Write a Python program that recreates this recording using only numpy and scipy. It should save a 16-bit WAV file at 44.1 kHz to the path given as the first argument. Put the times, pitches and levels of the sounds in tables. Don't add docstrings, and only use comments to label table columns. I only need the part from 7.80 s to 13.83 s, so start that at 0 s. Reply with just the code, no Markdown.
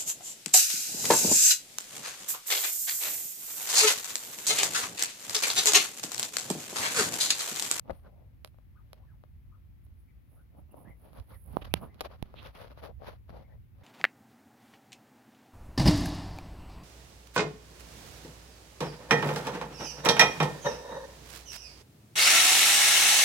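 import sys
import numpy as np
from scipy import signal
from scipy.fft import rfft, irfft, next_fast_len
from scipy.io import wavfile
from scipy.ndimage import uniform_filter1d

SR = 44100
rng = np.random.default_rng(int(sys.argv[2]) if len(sys.argv) > 2 else 0)


def wrap_up_sound(samples):
    columns = np.atleast_2d(samples).T
    tamed = np.clip(columns, -1, 1)
    steps = np.round(tamed * 32767).astype(np.int16)
    wavfile.write(sys.argv[1], SR, steps)


N = 266143

# (peak time [s], length [s], drag level [dB], balance [dB], scrape level [dB], judder pitch [Hz])
FINGER_STROKES = [(0.094, 0.072, -69, -3.5, -110, 755), (0.104, 0.015, -66, 30, -91, 1730),
                  (0.145, 0.1, -86, 14, -102, 900), (0.262, 0.06, -75.5, 3.5, -104, 1300),
                  (0.389, 0.19, -84, 3.5, -125, 654), (1.159, 0.26, -99, 18, -110, 600),
                  (2.563, 0.1, -84.5, 1, -130, 600), (2.777, 0.079, -78, -1, -130, 740),
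                  (2.986, 0.12, -71.5, -2.5, -111, 800), (3.085, 0.083, -75.5, -6, -113, 620),
                  (3.259, 0.092, -77, 2.5, -103, 545), (3.376, 0.077, -72.5, 0.5, -92.5, 1030),
                  (3.523, 0.063, -74.5, 3.5, -92.5, 1200), (3.77, 0.17, -71, -5, -99, 800),
                  (3.823, 0.022, -77.5, -22, -84, 2870), (3.851, 0.012, -70.5, 9, -77, 3130),
                  (3.873, 0.045, -80, -4, -89, 900), (3.966, 0.042, -76.5, -13, -87, 2554),
                  (4.037, 0.066, -63.5, -1.5, -102, 1076), (4.164, 0.15, -83.5, -12, -103, 460),
                  (4.197, 0.012, -82, -9, -89, 3320), (4.253, 0.023, -70, 24, -78.5, 1080),
                  (4.325, 0.057, -73.5, 9, -89.5, 1200), (4.498, 0.22, -83, -9.5, -100, 500),
                  (4.591, 0.073, -74, -4.5, -89.5, 3130), (4.659, 0.058, -75, 13.5, -82.5, 3000),
                  (4.76, 0.032, -74, 8, -84.5, 2500), (4.815, 0.09, -73.5, 15, -84, 900),
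                  (4.912, 0.058, -77, 2.5, -94.5, 700), (4.991, 0.035, -82.5, 14.5, -85.5, 1050),
                  (5.047, 0.049, -65.5, 14, -82.5, 620), (5.093, 0.033, -67, 11.5, -101, 523),
                  (5.233, 0.051, -71.5, 11, -100, 766), (5.279, 0.077, -66.5, 8.5, -81, 880),
                  (5.498, 0.026, -77, -8.5, -93, 640), (5.566, 0.095, -70, 7, -92.5, 800),
                  (5.714, 0.071, -82.5, 13.5, -107, 684), (6.011, 0.087, -83.5, 0, -104, 700)]
# (peak time [s], length [s], level [dB], balance [dB])
PORT_BRUSHES = [(0.163, .1, -104, 7), (2.05, .03, -105, -9), (2.2, 0.068, -107, 1), (0.672, 0.035, -101, 3),
                (2.55, 0.12, -115, -31), (2.788, 0.045, -114, -28), (2.921, 0.017, -100, -16),
                (2.993, 0.092, -108, -30.5), (3.107, 0.073, -114, -28), (3.24, 0.12, -107, -20),
                (3.365, 0.094, -111, -31.5), (3.565, 0.17, -106, -29.5), (3.684, 0.3, -107, -27.5),
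                (3.964, 0.099, -101, -3), (4.03, 0.062, -103, -27), (4.79, 0.1, -100, 3),
                (5.045, 0.051, -110, -29)]
# (time [s], ring level [dB], tick level [dB])
CASE_CLICKS = [(0.0967, 13, -40.5), (0.108, -2.5, -28.5), (0.1104, -3, -34), (0.6474, -3.5, -13.5),
               (0.6603, -18, -42), (0.6756, -22, -31.5), (0.7443, -23, -53), (0.786, -16.5, -51),
               (1.1318, -6.5, -22), (1.4378, -10, -42.5), (2.0666, -28, -49), (2.9424, -2, -62),
               (3.332, -14, -38), (3.3994, -17, -30), (3.82, -5, -39.5), (3.851, -23, -29),
               (4.145, -27.5, -35), (4.208, 8, -7.5), (4.2121, 4, -10.5), (4.2145, 5.5, -26),
               (4.541, -3, -41), (4.7515, -10, -34), (4.9752, -6, -49), (5.0386, -1, -27), (5.22, 2, -55.5),
               (5.494, -5.5, -42.5), (5.539, -9, -52)]
# (time [s], push level [dB], push cutoff [Hz], crack level [dB],
# thud level [dB], thud pitch [Hz], thud 60 dB decay time [s])
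FINGER_BUMPS = [(3.7690, 18, 1076, -18.5, -63, 110, 0.094), (3.9393, 18, 1100, 8, -25, 160, 0.056),
                (4.4259, 8, 816, -13, -3, 73.4, 0.0062)]
# (time [s], length [s], top pitch [Hz], place of the top [0-1], level [dB])
QUAIL_PEEPS = [(0.945, 0.072, 1365, 0.5, -67.5), (1.19, 0.069, 1050, 1, -73),
               (1.253, 0.13, 1800, 0.02, -75), (1.71, 0.067, 1320, .55, -68),
               (2.272, 0.049, 2300, 0.5, -75), (2.553, 0.071, 1480, 1, -71), (2.902, 0.03, 2800, 0.3, -78),
               (3.039, 0.1, 2172, 1, -65), (3.531, 0.037, 2130, 0.4, -67.5), (3.9, .053, 2617, 0.9, -70),
               (4.053, 0.097, 2120, 0.92, -73), (5.625, 0.0545, 2150, 0.74, -71),
               (5.688, 0.05, 1920, .65, -70.5), (6.003, 0.061, 2150, 1, -70.5)]
# (peak time [s], length [s], level [dB], balance [dB])
GRIP_SHIFTS = [(0.123, 0.027, -49, 20), (3.396, 0.026, -41.5, -16), (3.557, .05, -47.5, -10),
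               (3.712, 0.12, -44.5, -5), (3.841, 0.14, -46, -6.5), (3.95, 0.095, -44.5, -12.5),
               (4.316, 0.16, -53, -9), (5.164, 0.19, -54, -15.5), (5.524, 0.095, -47, 2),
               (5.74, 0.057, -48, 3)]

# (frequency [Hz], left level [dB], right level [dB])
DRAG_SPECTRUM = [(60, -12, -1.5), (155, -9, 4), (299, -15.5, -1), (550, 0, -16), (800, -7.5, -11),
                 (1200, -21.5, -17), (1800, -33.5, -36), (3000, -36, -32.5), (6000, -48.5, -66.5),
                 (12000, -85, -75)]
SCRAPE_SPECTRUM = [(201.3, -22, -19), (500, -7.5, 3), (1200, 4, 6), (2300, 0.5, -11), (3300, -7, -4),
                   (4550, -16.5, -5.5), (6020, -23, -16), (8150, -40, -36), (10000, -42.5, -16),
                   (11500, -30, -12.5), (15500, -35.5, -21.5)]
PORT_SPECTRUM = [(6000, -54, -57), (8200, -22, -29), (9470, 1, -8.5), (10500, -10, -2.5), (12000, -5, -6),
                 (15500, -15, -12)]
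RING_SPECTRUM = [(58.2, -22, -5.5), (202, -11.5, -36.5), (432, -1, -15), (600, 3.5, -29), (900, -8, -16.5),
                 (1200, -5, -12.5), (1800, -15, -25), (3000, -19, -39.5), (8200, -48, -68.5)]
TICK_SPECTRUM = [(100, -26, -8), (600, -16, -12.5), (1300, -15, 8.5), (2000, -3.5, 3.5), (2700, -13.5, 2.5),
                 (3600, -6.5, 2.5), (5000, -13.5, -2.5), (6400, -44, -15.5), (8400, -37, -26),
                 (10050, -31.5, -3), (11160, -21, 0.5), (13610, -36.5, -17)]
AIR_SPECTRUM = [(20, -97, -101.5), (38, -79, -79), (57.2, -63, -69.5), (78, -77, -67), (110, -71, -75.5),
                (157.4, -86.5, -82), (290, -102, -93.5), (500, -108, -109), (1500, -113, -116),
                (2150, -110, -118), (3000, -117, -120), (8000, -130, -132), (12400, -120, -119),
                (15500, -120, -122)]


def rubbing(tremble_db=2.0):
    time, length, drag_db, pan_db, scrape_db, _ = np.transpose(FINGER_STROKES)
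    grip = amp(tremble_db * wander(per_s=43))
    drag = panned_swells(time, length, drag_db, pan_db) * grip
    drag *= stick_slip(slips_per_s=500, spread_db=-0.5, smooth=0.39, likeness=0.13)
    scrape = swells(time, length, scrape_db) * grip
    scrape = scrape * stick_slip(slips_per_s=760, spread_db=-1, smooth=0.59, likeness=0.15)
    return amp(-4.5) * tinted(drag, DRAG_SPECTRUM) + amp(-3.5) * tinted(scrape, SCRAPE_SPECTRUM)


def stick_slip(slips_per_s, spread_db, smooth, likeness):
    slips = amp(spread_db * np.minimum(rng.exponential(1, N), 4))
    slips *= rng.random(N) < slips_per_s / SR
    grain = np.sqrt(smooth + (1 - smooth) * slips ** 2 / np.mean(slips ** 2))
    return grain * pair(*rng.standard_normal((2, N)), likeness)


def juddering(relative_width=0.61, length_share=0.23, db_per_octave=4.5, pan_db_per_octave=-4.5):
    out = np.zeros((2, N))
    for time, length, drag_db, pan_db, _, hz in FINGER_STROKES:
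        width_hz = relative_width * hz
        judder = pair(noise_band(hz, width_hz), noise_band(hz, width_hz), likeness=0.99)
        t = (np.arange(judder.shape[1]) - judder.shape[1] // 2) / SR
        octaves = np.log2(hz / 900)
        gain = amp(drag_db + 10 + db_per_octave * octaves)
        swell = np.exp(-(t / (length_share * length)) ** 2 / 2)
        place = sides(0.7 * pan_db + pan_db_per_octave * octaves)
        add(out, max(time + t[0], 0), (place * gain * swell * judder)[:, time + t >= 0])
    return out


def brushing():
    touch = panned_swells(*np.transpose(PORT_BRUSHES))
    friction = stick_slip(slips_per_s=4400, spread_db=13.5, smooth=0.68, likeness=0)
    return amp(-1.5) * tinted(touch * friction, PORT_SPECTRUM)


def clicking(ping_hz=3950, ping_t60=0.0052, left_lag_s=0.00019):
    out = np.zeros((2, N))
    ring, tick = impulse_response(RING_SPECTRUM), impulse_response(TICK_SPECTRUM)
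    t = np.arange(tick.shape[1]) / SR
    ping = amp(-22 - 60 * t / ping_t60) * np.cos(2 * np.pi * ping_hz * t)
    rebound = amp(-11) * delayed(tick, seconds=0.00034)
    snap = tick + rebound + ping
    for time, ring_db, tick_db in CASE_CLICKS:
        cutoff_hz = np.clip(7000 * 2 ** ((tick_db - ring_db) / 17), 700, SR / 4)
        body = butterworth(ring, 2, cutoff_hz, "low")
        add(out, time, amp(ring_db) * body + amp(tick_db) * snap)
    return np.array([-delayed(out[0], left_lag_s), out[1]])


def bumping(crack_delay_s=0.00041, left_lag_s=0.0005):
    out = np.zeros((2, N))
    tick = impulse_response(TICK_SPECTRUM)
    rebound = amp(-8) * delayed(tick, seconds=0.000318)
    crack = amp([[-8], [-1]]) * (tick + rebound)
    t = np.arange(SR // 5) / SR
    for time, push_db, cutoff_hz, crack_db, thud_db, thud_hz, thud_t60 in FINGER_BUMPS:
        pulse = butterworth(t == 0, 6, cutoff_hz, "low")
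        push = amp(push_db) * butterworth(pulse, 2, 110, "high")
        thud = amp(thud_db - 60 * t / thud_t60) * np.sin(2 * np.pi * thud_hz * t)
        add(out, time, amp([[-18], [0]]) * (push - thud))
        add(out, time + crack_delay_s, amp(crack_db) * crack)
    return np.array([delayed(out[0], left_lag_s), out[1]])


def quail_peeping(sweep_hz_per_s=7000, fall_steepening=2.1, waver=0.045):
    out = np.zeros((2, N))
    jitter = 1 + waver * wander(per_s=250)
    hoarseness = 0.65 + 0.5 * (wander(per_s=190) + 1j * wander(per_s=190))
    for time, length, top_hz, crest, db in QUAIL_PEEPS:
        progress = np.linspace(0, 1, round(length * SR))
        span = (round(time * SR) + np.arange(len(progress))) % N
        arch = ((progress - crest) / max(crest, 1 - crest)) ** 2
        arch *= np.where(progress > crest, fall_steepening, 1)
        hz = (top_hz - sweep_hz_per_s * length * arch) * jitter[span]
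        whistle = (hoarseness[span] * np.exp(2j * np.pi * np.cumsum(hz) / SR)).real
        swell = amp(db) * signal.windows.tukey(len(progress), 0.5)
        add(out, time, sides(pan_db=5.5) * swell * whistle)
    return out


def garden_echoes(sound, t60, echoes_per_s=2000, first_echo_s=0.004):
    t = np.arange(SR // 2) / SR
    taps = rng.standard_normal((2, len(t))) * (rng.random((2, len(t))) < echoes_per_s / SR)
    taps *= (t > first_echo_s) * amp(-60 * t / t60)
    taps /= np.linalg.norm(taps, axis=1, keepdims=True)
    return signal.fftconvolve(sound, taps, axes=1)[:, :N]


def outdoor_air(split_hz=150):
    noise = rng.standard_normal((2, N))
    lowpass = lambda hz: 1 / (1 + (hz / split_hz) ** 6)
    rumble = filtered(tinted(pair(*noise, likeness=0.5), AIR_SPECTRUM), lowpass)
    hiss = filtered(tinted(pair(*noise, likeness=0.05), AIR_SPECTRUM), lambda hz: 1 - lowpass(hz))
    rumble /= np.sqrt(uniform_filter1d((rumble ** 2).mean(0), SR // 4))
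    rocking = panned_swells(*np.transpose(GRIP_SHIFTS))
    ambient = amp(-54.5 - 1.55 * wander(per_s=4))
    return np.hypot(ambient, rocking) * rumble + amp(0.32) * hiss


def swells(time, length, db, rise_share=0.45):
    grid = np.arange(0, N, 32)
    from_peak = grid / SR - time[:, None]
    width = length[:, None] * np.where(from_peak < 0, rise_share, 1 - rise_share)
    shape = np.exp(-abs(from_peak / width) ** 1.5)
    return np.interp(np.arange(N), grid, np.sqrt(amp(db) ** 2 @ shape ** 2))


def panned_swells(time, length, db, pan_db):
    return np.array([swells(time, length, db + side * pan_db) for side in (0.5, -0.5)])


def wander(per_s):
    curve = filtered(rng.standard_normal(N), lambda hz: np.exp(-(hz / per_s) ** 2))
    return curve / curve.std()


def noise_band(centre_hz, width_hz, size=16384):
    hz = np.fft.rfftfreq(size, 1 / SR)
    band = irfft(rfft(rng.standard_normal(size)) / (1 + (2 * (hz - centre_hz) / width_hz) ** 4))
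    return band / band.std()


def pair(a, b, likeness):
    return np.array([a, likeness * a + np.sqrt(1 - likeness ** 2) * b])


def spectral_gains(spectrum, hz):
    knots_hz, *levels = np.transpose(spectrum)
    return amp([np.interp(np.log(hz + 1), np.log(knots_hz + 1), db) for db in levels])


def tinted(white, spectrum):
    return filtered(white, lambda hz: spectral_gains(spectrum, hz)) * np.sqrt(SR / 2)


def impulse_response(spectrum, size=4096):
    log_gain = np.log(spectral_gains(spectrum, abs(np.fft.fftfreq(size, 1 / SR))))
    response = np.exp(np.conj(signal.hilbert(log_gain)))
    return np.fft.ifft(response).real[:, :size // 2]


def filtered(x, gain):
    size = next_fast_len(x.shape[-1], True)
    return irfft(rfft(x, size) * gain(np.fft.rfftfreq(size, 1 / SR)), size)[..., :x.shape[-1]]


def butterworth(x, order, cutoff_hz, kind):
    return signal.sosfilt(signal.butter(order, cutoff_hz, kind, fs=SR, output="sos"), x)


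def delayed(x, seconds):
    return filtered(x, lambda hz: np.exp(-2j * np.pi * hz * seconds))


def amp(db):
    return 10 ** (np.asarray(db) / 20)


def sides(pan_db):
    return amp(np.array([[0.5], [-0.5]]) * pan_db)


def add(mix, time, sound):
    part = mix[:, max(round(time * SR), 0):][:, :sound.shape[1]]
    part += sound[:, :part.shape[1]]


def scene():
    clicks, quail = clicking(), quail_peeping()
    echoes = amp(-17) * garden_echoes(clicks, t60=0.096) + amp(-1) * garden_echoes(quail, t60=0.13)
    handling = rubbing() + juddering() + brushing() + clicks + bumping()
    return handling + quail + echoes + outdoor_air()


def record(dry, bass_edge_hz=14, treble_edge_hz=16100):
    highpassed = butterworth(dry, 2, bass_edge_hz, "high")
    lowpass = signal.firwin(255, treble_edge_hz, window=("kaiser", 9), fs=SR)
    return signal.oaconvolve(highpassed, lowpass[None], "same", axes=1)


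dry = scene()
out = record(dry)
wrap_up_sound(out)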